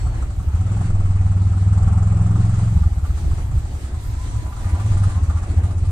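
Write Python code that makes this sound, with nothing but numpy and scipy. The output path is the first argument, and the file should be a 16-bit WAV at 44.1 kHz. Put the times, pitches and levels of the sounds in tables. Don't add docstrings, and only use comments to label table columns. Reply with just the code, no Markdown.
import sys
import numpy as np
from scipy import signal
from scipy.fft import rfft, irfft, next_fast_len
from scipy.io import wavfile
from scipy.ndimage import uniform_filter1d, map_coordinates

SR = 44100
rng = np.random.default_rng(int(sys.argv[2]) if len(sys.argv) > 2 else 0)


def persist_wave(psi):
    counts = np.round(np.clip(psi, -1, 1) * 32767).astype(np.int16)
    wavfile.write(sys.argv[1], SR, np.atleast_2d(counts).T)


N = 260631


def amp(db):
    return 10 ** (np.asarray(db) / 20)


def unit(x):
    return x / np.sqrt(np.mean(x ** 2) + 1e-20)


def along(points, hz):
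    f, v = np.transpose(points)
    return np.interp(np.log(hz + 1), np.log(f + 1), v)


def spectrum(points):
    return lambda hz: amp(along(points, hz))


def curves(rows, at=None):
    seconds, *columns = np.transpose(rows)
    when = np.arange(N) / SR if at is None else at
    return [np.interp(when, seconds, column) for column in columns]


def wobble(rate):
    knots = rng.standard_normal(int(N * rate / SR) + 4)
    return map_coordinates(knots, [np.arange(N) * rate / SR])


def filtered(x, response):
    m = next_fast_len(N + SR // 2)
    return irfft(rfft(x, m) * response(np.fft.rfftfreq(m, 1 / SR)), m)[..., :N]


def modes(rows):
    def response(f):
        total = 0
        for k, (centre, width, db) in enumerate(rows):
            damping = 1j * f * width
            total = total + (-1) ** k * amp(db) * damping / (centre ** 2 - f ** 2 + damping)
        return total
    return response


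# frequency in Hz, likeness from 0 to 1.
LIKENESS = [(60, 0.97), (260, 0.92), (530, 0.74), (1100, 0.3), (2200, 0.23), (5000, 0.08), (10000, 0.04)]
# frequency in Hz, left minus right in dB.
SIDE_LEAN = [(30, .5), (190, 0), (330, 1), (600, 2), (1000, 0), (1800, 2), (3100, -1), (5400, -0.5),
             (8500, -11.5), (10500, -3), (12500, 3)]
LAG_S = 10 / 44100


def spaced(colour, patchy_db):
    z = signal.stft(rng.standard_normal((2, N)), nperseg=512)[2]
    patches = uniform_filter1d(rng.standard_normal(z.shape[1:]), 6, 0)
    patches = uniform_filter1d(patches, 10, 1)
    pair = signal.istft(z * amp(patchy_db * unit(patches)), nperseg=512)[1][:, :N]

    def share(hz):
        angle = np.arccos(np.clip(along(LIKENESS, hz), -1, 1)) / 2
        return colour(hz) * np.array([np.cos(angle), np.sin(angle)])

    mid, side = filtered(pair, share)
    ear = np.array([[1], [-1]])

    def placing(hz):
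        treble_only = 1 / (1 + (1300 / (hz + 1)) ** 4)
        delay = np.exp(-1j * np.pi * hz * LAG_S * ear * treble_only)
        return amp(ear * along(SIDE_LEAN, hz) / 2) * delay

    return unit(filtered(np.array([mid + side, mid - side]), placing))


# time in seconds, firings per second.
ENGINE_SPEED = [(0.0, 11.39), (0.2, 13.38), (0.42, 9.95), (0.55, 16.49), (0.7, 19.43), (0.85, 23.15),
                (0.97, 19.01), (1.15, 19.14), (1.4, 19.43), (1.62, 19.26), (1.75, 20.1), (2.0, 20.31),
                (2.2, 21.18), (2.45, 21.83), (2.66, 22.22), (2.8, 19.87), (2.95, 17.99), (3.15, 14.3),
                (3.4, 14.17), (3.52, 17.07), (3.68, 10.13), (4.0, 10.35), (4.3, 9.41), (4.5, 9.12),
                (4.62, 9.59), (4.8, 17.11), (4.95, 19.12), (5.1, 19.91), (5.25, 16.15), (5.42, 13.99),
                (5.55, 12.69), (5.66, 16.07), (5.91, 17.61)]
CRANK_START = .262


def firings():
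    count = CRANK_START + np.cumsum(curves(ENGINE_SPEED)[0]) / SR
    return np.interp(np.arange(1, int(count[-1]) + 1), count, np.arange(N) / SR)


def blend(shut, wide, throttle):
    return shut + (wide - shut) * np.clip(throttle, 0, 1)


def puffs(times, hz, ring_s, size, turn=2.7):
    t = np.arange(-SR // 12, SR // 12) / SR
    spread = ring_s[:, None] * np.where(t < 0, 1.7, 1.45)
    swell = np.exp(-.5 * (t / spread) ** 2) * np.hanning(len(t)) ** .5
    burst = swell * np.cos(2 * np.pi * hz[:, None] * t + np.reshape(turn, (-1, 1)))
    burst *= (size / np.linalg.norm(burst, axis=1))[:, None]
    at = (times * SR).astype(int)[:, None] + SR - SR // 12 + np.arange(len(t))
    return np.bincount(at.ravel(), burst.ravel(), N + 3 * SR)[SR:SR + N]


def even_size(times):
    return np.sqrt(np.gradient(times) * SR)


# pitch in Hz before scatter, share of the ring time,
# level in dB, delay in seconds.
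TAIL_PIPE_MODES = [(169, 1.3, -4, 0.00034), (200, 0.5, -12, 0.00018), (132, 1.1, -13, .0003)]
PIPE_DB, POP_DB = -17.5, 1
PIPE_TUNED_DB, PIPE_TUNED_RATE, PIPE_TUNED_SPREAD = 8.5, 22.14, 1.84
PIPE_IDLE_DB = 6


def tail_pipe(peak, rate, throttle, ring_s, size, chance):
    tuned = np.exp(-.5 * ((rate - PIPE_TUNED_RATE) / PIPE_TUNED_SPREAD) ** 2)
    pipe_db = PIPE_DB + POP_DB * (1 - throttle) + PIPE_TUNED_DB * tuned
    pipe_db = pipe_db - PIPE_IDLE_DB * np.clip(1 - rate / 19, 0, 1) + 5.5 * chance[:, 4]
    out = 0
    for hz, share, db, late_s in TAIL_PIPE_MODES:
        scattered_hz = hz * (1 + .22 * chance[:, 3])
        out = out + puffs(peak + late_s, scattered_hz, share * ring_s, size * amp(pipe_db + db))
    return out


# time in seconds, boom level in dB before scatter,
# throttle from 0 to 1, boom pitch in Hz before scatter.
THROTTLE_AND_BOOM = [(0, -21, .3, 62), (.07, -22, .1, 67), (.3, -24.5, 0.14, 72), (.48, -20.5, 0.15, 80),
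                     (.56, -15.5, 0.8, 84), (.62, -18, 0.75, 95), (.8, -19.5, 0.91, 100.9),
                     (.95, -17.5, 0.86, 92.2), (1.3, -14.5, 0.96, 91.2), (1.6, -15.5, 0.83, 90),
                     (1.7, -12.5, 0.9, 93.2), (1.95, -13.5, 0.93, 90.8), (2.4, -15, 0.96, 102.8),
                     (2.725, -17, 0.74, 100), (2.76, -15, .25, 80), (2.87, -15, .25, 80),
                     (3.0, -19, .2, 73), (3.12, -21, .25, 70), (3.45, -23.5, 0.1, 79),
                     (3.58, -21, 0.33, 74.6), (3.7, -26, 0.25, 70), (4.5, -25.5, 0, 73.5),
                     (4.66, -21, .1, 82), (4.74, -16, 0.6, 77), (4.81, -20, 0.9, 98), (5.08, -14.5, 1, 96),
                     (5.2, -17, 0.64, 81), (5.3, -18.5, 0.2, 69.5), (5.37, -20.5, 0.35, 86),
                     (5.45, -21, 0.27, 74), (5.62, -14, 0.8, 81.5), (5.72, -20.5, .6, 88),
                     (5.91, -18.5, 0.6, 86)]
# time in seconds, loss of the nearest firing in dB.
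WEAK_FIRINGS = [(.15, 10), (.39, 2), (2.926, 6.5), (3.175, 2), (3.31, 4), (3.51, 10), (3.65, 1), (3.745, 3),
                (4.04, 14), (4.235, 8), (4.56, 16), (5.12, 11), (5.44, 2.5), (5.495, 3)]
IDLE_RING_S, LOADED_RING_S = .0052, .0098
IDLE_UNEVEN, LOADED_UNEVEN = .28, .11
SCATTER_DB = 5
IDLE_TURN, LOADED_TURN = -1.0, -3.58
CHAMBER_DB = -12
AFTER_S, AFTER_DB, AFTER_BELOW_RATE = .026, -6, 21


def exhaust(times):
    boom_db, throttle, hz = curves(THROTTLE_AND_BOOM, times)
    rate, = curves(ENGINE_SPEED, times)
    ring_s = blend(IDLE_RING_S, LOADED_RING_S, throttle)
    load = np.clip(throttle, 0, 1)
    uneven = blend(IDLE_UNEVEN, LOADED_UNEVEN, 1 - (1 - load) ** 3)
    chance = rng.standard_normal((len(times), 5)) * uneven[:, None]
    for s, loss_db in WEAK_FIRINGS:
        boom_db[np.argmin(abs(times - s))] -= loss_db
    size = amp(boom_db + SCATTER_DB * chance[:, 0]) * even_size(times)
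    turn = blend(IDLE_TURN, LOADED_TURN, load ** 3)
    peak = times + .0034 + .005 * chance[:, 1]

    boom = puffs(peak, hz * (1 + .14 * chance[:, 2]), ring_s, size, turn)
    chamber = puffs(peak + .0045, .62 * hz, .8 * ring_s, size * amp(CHAMBER_DB), turn)
    pipe = tail_pipe(peak, rate, throttle, ring_s, size, chance)

    after_peak = peak + AFTER_S * (1 + chance[:, 4])
    after_hz = hz * (1 + .32 * chance[:, 3])
    after_share = np.clip((1 - throttle) * (AFTER_BELOW_RATE - rate) / 6, 0, 1)
    after = puffs(after_peak, after_hz, 1.46 * ring_s, size * amp(AFTER_DB) * after_share, turn)
    return boom + chamber + after + pipe


# time in seconds, level in dB before its wobble.
RUMBLE_LEVEL = [(0, -22), (.6, -24.5), (.9, -29), (1.5, -30), (2.6, -30.5), (3.0, -22), (3.35, -24),
                (3.7, -26.5), (4.6, -24.5), (5.0, -24), (5.91, -22)]
# frequency in Hz, relative level in dB per Hz.
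RUMBLE_COLOUR = [(8, -16), (22, -5.5), (33, 0.5), (52, -2), (75, -4), (110, -3.5), (200, -33), (400, -89)]


def traffic_rumble():
    level = amp(curves(RUMBLE_LEVEL)[0] + 2.3 * wobble(6.7))
    return level * spaced(spectrum(RUMBLE_COLOUR), patchy_db=2.5)


# time in seconds, roar level and tyre hiss level in dB before their wobble.
TRAFFIC_LEVEL = [(0, -40.5, -50), (.1, -39, -51), (.23, -37.5, -52), (.3, -44, -52.5), (.6, -39.5, -52),
                 (.8, -39, -51), (.87, -38, -45), (.93, -39, -51), (1.2, -40, -53), (1.6, -40.5, -50.5),
                 (1.9, -37.5, -54), (2.6, -38, -47.5), (3.0, -44.5, -51.5), (3.25, -40.5, -48),
                 (3.4, -39.5, -49.5), (3.6, -43.5, -49), (4.55, -42, -48), (4.68, -36, -46.5),
                 (5.35, -40, -49), (5.6, -38, -53), (5.91, -43.5, -50.5)]
# frequency in Hz, relative level in dB per Hz.
ROAR_COLOUR = [(88, -30.5), (150, 0), (300, 2), (414, -5.5), (439, -8.5), (878, -6.5), (1040, -12),
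               (1360, -17), (1480, -14.5), (2600, -19.5), (3380, -28), (5720, -120)]
# frequency in Hz, relative level in dB per Hz.
HISS_COLOUR = [(900, -48), (1500, -1.5), (1900, 2), (2600, -3.5), (4000, -1), (5300, -4.5), (6500, -2.5),
               (7900, -2.5), (9300, -5.5), (10200, -16), (11000, -64)]


def traffic_roar_and_tyres():
    roar_db, hiss_db = curves(TRAFFIC_LEVEL)
    swell = wobble(8.9)
    roar = amp(roar_db + .17 * swell) * spaced(spectrum(ROAR_COLOUR), patchy_db=2.0)
    hiss_level = amp(hiss_db + .8 * swell + 1.5 * wobble(16))
    return roar + hiss_level * spaced(spectrum(HISS_COLOUR), patchy_db=1.5)


# time in seconds, level in dB before its wobble.
FAINT_HISS_LEVEL = [(0, -63), (.85, -68), (1.0, -110), (2.18, -110), (2.3, -68.5), (2.9, -62.5), (4.7, -60),
                    (5.91, -72)]
# frequency in Hz, relative level in dB per Hz.
FAINT_HISS_COLOUR = [(9000, -66.5), (10300, -14.5), (11500, -19), (14800, -22.5), (15700, -27.5)]


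def faint_high_hiss():
    level = amp(curves(FAINT_HISS_LEVEL)[0] + 1.8 * wobble(12))
    return level * spaced(spectrum(FAINT_HISS_COLOUR), patchy_db=4)


def strokes(times, rise_s, floor):
    t = np.arange(SR // 10) / SR
    at = np.clip(times * SR, 0, N - 1).astype(int)
    hits = np.bincount(at, amp(rng.normal(0, 1.5, len(times))), N)
    swell = signal.fftconvolve(hits, t / rise_s * np.exp(1 - t / rise_s))[:N]
    return unit(floor + swell)


# time in seconds, level in dB.
RASP_LEVEL = [(0, -44), (.5, -48.5), (.75, -42.5), (1.0, -47), (1.65, -46.5), (1.8, -40), (2.62, -44),
              (2.75, -48), (3.5, -49), (4.55, -46.5), (4.75, -48), (5.35, -44), (5.91, -54.5)]
# frequency in Hz, width in Hz, level in dB.
CASING_MODES = [(753, 56, 10.5), (1306, 165, 7.5), (1040, 58, 4), (4050, 5300, -24.5), (7820, 1330, -8.5)]


def casing_rasp(times):
    casing = modes(CASING_MODES)
    noise = spaced(lambda hz: casing(hz) / (1 + (hz / 9800) ** 20), patchy_db=1.34)
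    return amp(curves(RASP_LEVEL)[0]) * strokes(times, rise_s=.007, floor=.45) * noise


# start in seconds, end in seconds, pitch in Hz and level in dB before their
# wobble, left minus right in dB.
BRAKE_SQUEALS = [(0, .11, 7800, -53, 0), (0, .19, 4380, -59, 0), (3.06, 3.54, 12300, -71, 8)]


def brakes():
    t = np.arange(N) / SR
    out = np.zeros((2, N))
    for start, end, hz, db, pan_db in BRAKE_SQUEALS:
        fade = np.clip(np.minimum((t - start + .011) / .012, (end - t) / .045), 0, 1)
        tone = np.sin(2 * np.pi * np.cumsum(hz * (1 + .005 * wobble(300))) / SR)
        out += fade * amp(db + 2.2 * wobble(40)) * tone * amp([[pan_db / 2], [-pan_db / 2]])
    return out


# time in seconds, level in dB before a 5 dB cut.
ROCKING_LEVEL = [(0, -53), (.8, -50), (.88, -17), (1.02, -17.5), (1.2, -24), (1.5, -33), (1.8, -25.5),
                 (2.6, -24.5), (2.8, -41), (4.8, -46), (4.92, -18), (5.05, -25), (5.25, -35), (5.91, -43)]


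def chassis_rocking(times):
    rate, = curves(ENGINE_SPEED, times)
    size = amp(curves(ROCKING_LEVEL, times)[0] - 5) * even_size(times)
    return puffs(times + .23 / rate, rate, .5 / rate, size)


# start in seconds, hiss level in dB and knock level in dB,
# both before their fade-in and decay.
SECOND_ENGINE_TICKS = [(2.83, -52, -33), (3.05, -52, -32), (4.463, -50, -37), (4.5214, -48, -33),
                       (4.585, -50, -40), (4.642, -49, -33), (4.689, -42.5, -33), (4.7474, -50, -33),
                       (4.796, -42, -28), (4.8594, -46, -39), (4.9157, -40.5, -34), (4.9688, -38, -33),
                       (5.032, -38, -29), (5.0933, -40, -34), (5.1494, -47.5, -36), (5.226, -44.5, -45),
                       (5.2977, -47, -28), (5.3694, -43, -30), (5.4194, -45, -42), (5.49, -47, -43),
                       (5.5622, -44, -42), (5.633, -41, -35), (5.705, -44, -39), (5.777, -46, -46),
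                       (5.848, -43, -39)]
# frequency in Hz, relative level in dB per Hz.
TICK_HISS_COLOUR = [(1200, -45), (1800, -8), (4000, -9), (6000, -8), (8200, -5), (9800, -4), (11000, -24.5),
                    (15500, -29)]
# frequency in Hz, width in Hz, level in dB.
GROWL_MODES = [(820, 160, -0.5), (1180, 310, 0), (1840, 840, -4)]
# pitch in Hz before a small scatter, level in dB.
KNOCK_MODES = [(1185, 0), (1400, -6), (840, -7)]
GROWL_DB = -8
HISS_T60, GROWL_T60, KNOCK_T60 = .16, .14, .09


def second_engine():
    out = np.zeros((2, N + SR))
    t = np.arange(SR // 10) / SR
    hiss = spaced(spectrum(TICK_HISS_COLOUR), patchy_db=2.2)
    growl = spaced(modes(GROWL_MODES), patchy_db=3.5)
    chances = rng.standard_normal((len(SECOND_ENGINE_TICKS), 2, len(KNOCK_MODES)))
    for (s, hiss_db, knock_db), chance in zip(SECOND_ENGINE_TICKS, chances):
        k = round(s * SR)
        burst = amp(hiss_db - 60 * t / HISS_T60) * (1 - np.exp(-t / .007))
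        puff = amp(knock_db + GROWL_DB - 60 * t / GROWL_T60) * np.sin(np.pi * t / t[-1]) ** .38
        noise = hiss[:, k:k + len(t)] * burst[:N - k] + growl[:, k:k + len(t)] * puff[:N - k]
        out[:, k:min(k + len(t), N)] += noise

        knock = amp(knock_db - 60 * t / KNOCK_T60) * (1 - np.exp(-t / .0038))
        ear_time = t - [[.00012], [0]]
        for (hz, mode_db), turn, detune in zip(KNOCK_MODES, *chance):
            ring = np.sin(2 * np.pi * hz * (1 + .02 * detune) * ear_time + np.pi * turn)
            out[:, k:k + len(t)] += knock * amp(mode_db) * ring
    return out[:, :N]


# time in seconds, pitch in Hz and level in dB before their wobble.
WHINE = [(3.95, 975, -54), (4.14, 995, -48), (4.2, 1005, -44), (4.3, 1000, -45), (4.36, 975, -45),
         (4.5, 1005, -48), (4.68, 990, -44.5), (4.76, 985, -46), (4.88, 1005, -50), (4.96, 1025, -43.5),
         (5.15, 1030, -43.5), (5.2, 1075, -46), (5.3, 1110, -45), (5.4, 1130, -48)]


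def rough_whine():
    t = np.arange(N) / SR
    hz, db = curves(WHINE)
    on = (t > WHINE[0][0]) & (t < WHINE[-1][0])
    sides = []
    for turn in (0, .9):
        level = amp(db + 3 * wobble(25))
        phase = 2 * np.pi * np.cumsum(hz + 19 * wobble(50)) / SR
        sides.append(on * level * np.sin(phase + turn))
    return np.array(sides)


def scene():
    times = firings()
    three_wheeler = exhaust(times) + casing_rasp(times) + chassis_rocking(times)
    background = traffic_rumble() + traffic_roar_and_tyres() + faint_high_hiss()
    return three_wheeler + background + brakes() + second_engine() + rough_whine()


TOP_HZ = 15750


def record(dry):
    return filtered(dry, lambda hz: hz < TOP_HZ)


dry = scene()
out = record(dry)
persist_wave(out)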